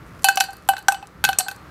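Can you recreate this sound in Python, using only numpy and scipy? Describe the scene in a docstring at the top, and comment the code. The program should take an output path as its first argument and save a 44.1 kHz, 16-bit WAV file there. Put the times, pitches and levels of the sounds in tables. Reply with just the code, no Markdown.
"""Small hard cookies drop from a bag into a steel pan, heard from close by in a kitchen.
Each lands with a dry crack, sets the pan's floor and wall ringing, then bounces and knocks against
the others. Cracks are sprays of tiny fractures in the crust; the steel rings in decaying modes.
The bag rustles faintly, crumbs tick, and hiss, a low rumble and mains hum lie underneath."""
import sys
import numpy as np
from scipy import signal
from scipy.fft import rfft, irfft
from scipy.io import wavfile

SR = 44100
rng = np.random.default_rng(int(sys.argv[2]) if len(sys.argv) > 2 else 0)


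def master_out(mix):
    """Clip the mix to full scale and print it as 16-bit PCM to the path in sys.argv[1]."""
    frames = np.transpose(np.atleast_2d(mix))
    ceiling = np.clip(frames, -1, 1)
    pcm = np.round(ceiling * 32767).astype(np.int16)
    wavfile.write(sys.argv[1], SR, pcm)


N = 74970
TIME_S = np.arange(N) / SR
AGE_S = TIME_S[:int(.4 * SR)]   # time since a blow


def from_db(db):
    """Decibels to gain."""
    return 10 ** (np.asarray(db) / 20)


def rms_one(x):
    """Scale to unit power."""
    return x / np.sqrt(np.mean(x ** 2) + 1e-20)


def band(x, low_hz, high_hz):
    """Causal band-pass."""
    return signal.sosfilt(signal.butter(2, [low_hz, high_hz], "band", fs=SR, output="sos"), x)


def fade(t60_s):
    """Exponential decay."""
    return np.exp(-np.log(1000) * AGE_S / t60_s)


def add(out, start_s, sound):
    """Mix a sound in at a time."""
    i = int(start_s * SR)
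    out[i:i + len(sound)] += sound[:N - i]


def mode(hz, db, t60_s):
    """One decaying sine."""
    return np.sqrt(2) * from_db(db) * fade(t60_s) * np.sin(2 * np.pi * hz * AGE_S)


def struck_modes(table):
    """Sum of modes, each with a random sign, detuning, strength and damping."""
    out = 0
    for hz, db, t60_s in table:
        sign = rng.choice([-1, 1])
        detuned_hz = hz * (1 + .002 * rng.normal())
        out += sign * mode(detuned_hz, db + 3 * rng.normal(), t60_s * np.exp(.2 * rng.normal()))
    return out


def crunch(low_hz, high_hz, t60_s):
    """Crust crushes in a dying spray of tiny fractures: a first snap, then grains on fine dust."""
    fractures_per_s, dust_db, snap_db, snap_t60_s = 3000, -12.5, -4, .013
    grains = (rng.random(len(AGE_S)) < fractures_per_s / SR) * rng.standard_normal(len(AGE_S))
    spray = rms_one(grains) + from_db(dust_db) * rng.standard_normal(len(AGE_S))
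    envelope = fade(t60_s) + from_db(snap_db) * fade(snap_t60_s) + 1e-12
    burst = band(spray * envelope, low_hz, high_hz)
    return rms_one(burst) * np.sqrt(np.mean(fade(t60_s) ** 2))


def room_hiss():
    """Coloured noise, rolled off below 155 Hz, drifting slightly in level."""
    # Each row: frequency in Hz, relative density in dB before the roll-off.
    spectrum = [(120, -42), (200, -27.5), (289, -12.5), (806, -19), (916, -19), (1210, -13.5),
                (3490, -33.5), (4120, -33.5), (9060, -43.5), (16000, -42)]
    # Each row: time in seconds, level in dB.
    levels = [(0, -47.5), (.2, -47), (.6, -49), (1.15, -50), (1.69, -46)]
    knots_hz, knots_db = np.transpose(spectrum)
    hz = np.maximum(np.fft.rfftfreq(N, 1 / SR), 1)
    colour = from_db(np.interp(np.log(hz), np.log(knots_hz), knots_db)) * hz / np.hypot(hz, 155)
    hiss = rms_one(irfft(rfft(rng.standard_normal(N)) * colour, N))
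    return hiss * from_db(np.interp(TIME_S, *np.transpose(levels)))


def rumble():
    """Low noise that comes and goes."""
    # Each row: time in seconds, level in dB.
    levels = [(0, -44.5), (.1, -45), (.21, -41.5), (.26, -57.5), (.6, -52), (.7, -48), (.8, -55),
              (.95, -56), (1.02, -48.5), (1.1, -57), (1.23, -41.5), (1.32, -44.5), (1.45, -56.5),
              (1.69, -43)]
    noise = rms_one(band(rng.standard_normal(N), 54, 182))
    return noise * from_db(np.interp(TIME_S, *np.transpose(levels)))


def mains_hum():
    """Three steady harmonics of the mains."""
    # Each row: frequency in Hz, level in dB.
    harmonics = [(59, -60), (118, -61.5), (177, -58.5)]
    return sum(np.sqrt(2) * from_db(db) * np.sin(2 * np.pi * (hz * TIME_S + rng.random()))
               for hz, db in harmonics)


def kitchen_reverb(x):
    """Short diffuse tail in two bands."""
    level_db, onset_s = -21, .011
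    white = rng.standard_normal(len(AGE_S))
    tail = band(white, 140, 4700) * fade(.29) + band(white[::-1], 7200, 9100) * fade(.3)
    tail *= 1 - np.exp(-(AGE_S / onset_s) ** 2)
    return from_db(level_db) * signal.fftconvolve(x, tail / np.linalg.norm(tail))[:N]


def bag_rustle():
    """The foil bag crinkles faintly while the first cookies slide out."""
    start_s, end_s, ramp_s, creases_per_s = .02, .68, .03, 520
    creases = (rng.random(N) < creases_per_s / SR) * rng.laplace(size=N)
    sliding = np.clip(np.minimum(TIME_S - start_s, end_s - TIME_S) / ramp_s, 0, 1)
    return from_db(-62.5) * sliding * rms_one(band(creases + 1e-18, 1200, 12500))


def crumb_ticks():
    """Crumbs and cookies touch drily, leaving the pan still."""
    # Each row: start in seconds, relative level in dB, band centre in Hz.
    ticks = [(0.167, -69, 4660), (.193, -49, 3520), (0.196, -53, 12000), (0.222, -43, 8000),
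             (0.232, -39, 7000), (0.357, -23.5, 8900), (0.506, -43, 8000), (0.566, -43.5, 11000),
             (0.678, -45.5, 9000), (.79, -38.5, 9000), (.825, -46.5, 8900), (1.071, -42.5, 6500),
             (1.314, -40, 11000), (1.503, -41, 5000), (1.562, -44, 8000)]
    edge_ratio = 2 ** .7
    out = np.zeros(N)
    for start_s, db, hz in ticks:
        add(out, start_s, from_db(db + 1) * crunch(hz / edge_ratio, hz * edge_ratio, t60_s=.023))
    return out


def pan_shoves():
    """Heavy contacts shove the whole pan with a short low bump."""
    # Each row: start in seconds, level in dB.
    shoves = [(0.284, -36), (.357, -36), (0.44, -40), (.688, -32.5), (.8835, -33.5), (1.24, -28.5),
              (1.289, -27), (1.3852, -37)]
    out = np.zeros(N)
    for start_s, db in shoves:
        add(out, start_s, from_db(db) * crunch(240, 605, t60_s=.019))
    return out


def mode_gaps(x):
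    """Notch the gaps between the pan's clusters of modes."""
    # Each row: centre in Hz, width in Hz.
    gaps = [(5130, 265), (6480, 100)]
    for hz, width_hz in gaps:
        x = signal.lfilter(*signal.iirnotch(hz, hz / width_hz, fs=SR), x)
    return x


def pan_floor(levels_db, t60_s, first_hz, rise_s):
    """Four drum-like modes, damped, detuned and roughened by loose cookies, with a weak longer ring."""
    # Modes 2-4. Each row: frequency in Hz, t60 as a share of the first mode's.
    overtones = [(1537, .62), (2618, .42), (2976, .85)]
    # Each row: frequency in Hz, level in dB relative to its mode, t60 as a multiple of t60_s.
    afterrings = [(796, -25.5, 1.6), (1540, -33, 1.7), (2607, -14, 2.1), (3120, -26, 1.3)]
    sharp_hz, settle_s = 1.4, .0027   # the floor starts sharp and settles
    lead_s = sharp_hz / first_hz * settle_s * (1 - np.exp(-AGE_S / settle_s))
    tuned = [(first_hz, 1)] + [(hz * (1 + .006 * rng.normal()), share) for hz, share in overtones]
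    out = 0
    for k, (db, (hz, share)) in enumerate(zip(levels_db, tuned)):
        after_hz, after_db, after_ratio = afterrings[k]
        ring = np.sqrt(2) * from_db(db) * fade(t60_s * share) * np.sin(2 * np.pi * hz * (AGE_S + lead_s))
        ring += mode(after_hz, db + after_db, after_ratio * t60_s)
        chatter = 1 + .063 * rms_one(band(rng.standard_normal(len(AGE_S)), 40, 350))
        out += (-1) ** k * chatter * ring
    radiation = signal.butter(4, 630, "high", fs=SR, output="sos")   # the pan radiates little bass
    return signal.sosfilt(radiation, out * (1 - np.exp(-AGE_S / rise_s)))


def crust_contact(floor_db, wall_db, knock_db, crack_db, fizz_db):
    """A dull thud, then three bands of crunch, each with a shimmer of dense high pan modes."""
    # Knock, crack, fizz. Each row: low and high edge in Hz, burst gain in dB, burst t60 in seconds,
    # shimmer gain in dB, shimmer t60 in seconds.
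    bands = [(2170, 5300, 6, 0.017, -15, 0.14), (5450, 8720, 1.5, 0.034, -11, 0.09),
             (9140, 14000, -0.5, 0.042, -8.5, 0.11)]
    out = from_db((floor_db + knock_db) / 2 - 2.5) * crunch(830, 1570, t60_s=.023)
    for db, row in zip((knock_db, crack_db, fizz_db), bands):
        low_hz, high_hz, burst_db, burst_t60_s, shimmer_db, shimmer_t60_s = row
        shimmer = rms_one(band(rng.standard_normal(len(AGE_S)), low_hz, high_hz)) * fade(shimmer_t60_s)
        coupling_db = .25 * (wall_db + 10 - db)   # less wall ring, less shimmer
        out += from_db(db + burst_db) * crunch(low_hz, high_hz, burst_t60_s)
        out += from_db(db + shimmer_db + coupling_db) * shimmer
    return out


def cookie_landings():
    """Each blow cracks the crust and rings the cookie and the pan's floor, wall and bright modes."""
    # Each row: start in seconds; relative levels in dB of floor modes 1-4, wall, knock, crack and fizz;
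    # floor t60 in seconds; first floor mode in Hz; the cookie's own clink in Hz.
    blows = [ (0.2433, -13.5, -23.5, -20.5, -22.5, -20.5, -22.5, -14.5, -13, 0.27, 782, 9900),
             (.2860, -11.5, -4, -16, -28, -31, -20, -19.5, -20.5, 0.086, 791, 7100),
             (.3725, -12.5, -22, -23, -28, -37, -21.5, -28, -27, 0.093, 775, 5900),
             (.4025, -16, -42, -17, -52, -33, -43, -22, -23, 0.09, 776.4, 5500),
             (.4065, -19.5, -12, -13.5, -22.5, -29, -16.5, -20, -21.5, 0.074, 787, 6000),
             (0.439, -45, -24, -56, -32, -57, -40, -37, -32.5, 0.043, 800, 9900),
             (.4850, -28.5, -34.5, -49, -54, -52, -60, -73, -56, 0.17, 786, 4200),
             (.5310, -37.5, -33, -64, -65, -58, -49, -55, -44, 0.059, 774, 9500),
             (.6882, -6.5, -16.5, -26, -22, -38.5, -23.5, -25.5, -16, 0.12, 785, 7825),
             (.7345, -16.5, -16, -34, -34, -59, -40, -50, -54, 0.037, 781, 8000),
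             (.7665, -32.5, -18, -28.5, -48, -47.5, -36, -44, -48, 0.022, 713, 4250),
             (0.7809, -32, -25.5, -37, -38, -52, -42.5, -60, -41, 0.071, 827, 4200),
             (.8835, -6, -4.5, -53.5, -46, -52, -18, -16, -20.5, 0.072, 788, 5965),
             (.9215, -17.5, -27, -25.5, -55, -57, -33, -30, -29, 0.069, 794, 8000),
             (.9440, -25, -49, -37, -35, -52.5, -35, -66, -45, 0.097, 774, 6000),
             (1.026, -26.5, -40, -35, -49, -61, -48.5, -75, -56, 0.053, 800, 6000),
             (1.2400, -15.5, -9, -16.5, -26, -27, -20, -23.5, -16, 0.065, 833, 12600),
             (1.2498, -27.5, -12.5, -16, -38, -54, -13.5, -23, -46, 0.088, 805, 6700),
             (1.2783, -30.5, -16.5, -41, -42, -48, -57, -51, -71, 0.066, 730, 5900),
             (1.2891, -10, -13.5, -27, -23, -38.5, -22, -34, -25, 0.073, 781.5, 12000),
             (1.3300, -44, -17, -27, -39.5, -64, -29.5, -38, -41, 0.042, 744, 6000),
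             (1.3864, -18.5, -34, -19.5, -22, -32.5, -30.5, -12, -14, 0.023, 666, 8070),
             (1.398, -18, -25, -29.5, -28, -38.5, -45, -26, -47, 0.053, 749, 8600),
             (1.4058, -21.5, -26, -44.5, -30, -57, -27.5, -29, -31, 0.045, 745, 4200),
             (1.4630, -28.5, -32, -84, -65, -74, -55, -60, -62, 0.09, 800, 8000),
             (1.4836, -26.5, -18, -26, -57, -52, -29.5, -34, -32.5, 0.065, 790, 12800),
             (1.5130, -33.5, -30, -68.5, -67.5, -50, -38, -42.5, -38, 0.077, 803, 4200)]
    # Each row of both: frequency in Hz, relative level in dB, t60 in seconds.
    wall_modes = [(1832, -16, .2), (3560, -23, .2), (3950, -12, .1), (4034, -11, .2), (4110, -11, .13),
                  (4196, -15, .25), (4258, -15, .42), (4303, -9, .17), (4431, -10, .14), (4579, -14, .14),
                  (4699, -13, .28), (4765, -17, .18)]
    bright_modes = [(5475, -19, .1), (5970, -15, .04), (6643, -18, .08), (7160, -19, .08), (7825, -14, .06),
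                    (8170, -15, .09), (8480, -13, .09), (8685, -19, .12), (9930, -14, .06),
                    (10400, -14, .055)]
    rings, contacts = np.zeros((2, N))
    for start_s, *floor_db, wall_db, knock_db, crack_db, fizz_db, t60_s, floor_hz, clink_hz in blows:
        rise_s = .0013 * from_db(-.11 * (crack_db + 17))   # weaker blows start the floor more slowly
        ring = pan_floor(floor_db, t60_s, floor_hz, rise_s)
        ring += from_db(wall_db + 2.5) * struck_modes(wall_modes)
        ring += from_db(crack_db - 8.5) * struck_modes(bright_modes)
        ring += mode(clink_hz, crack_db + 5, t60_s=.019)
        add(rings, start_s, ring)
        add(contacts, start_s, crust_contact(floor_db[0], wall_db, knock_db, crack_db, fizz_db))
    return rings + mode_gaps(contacts)


def scene():
    """Cookies, pan and bag in the kitchen; mono."""
    close = cookie_landings() + pan_shoves() + crumb_ticks() + bag_rustle()
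    return (close + kitchen_reverb(close) + room_hiss() + rumble() + mains_hum())[None]


def record(dry):
    """The microphone softens the highest treble; peaks are rounded and the top is cut."""
    mic_top_hz, cutoff_hz = 14800, 17200
    soft = signal.sosfilt(signal.butter(6, mic_top_hz, fs=SR, output="sos"), dry)
    rounded = soft / (1 + soft ** 6) ** (1 / 6)
    return signal.sosfilt(signal.cheby2(12, 70, cutoff_hz, fs=SR, output="sos"), rounded)


dry = scene()
out = record(dry)
master_out(out)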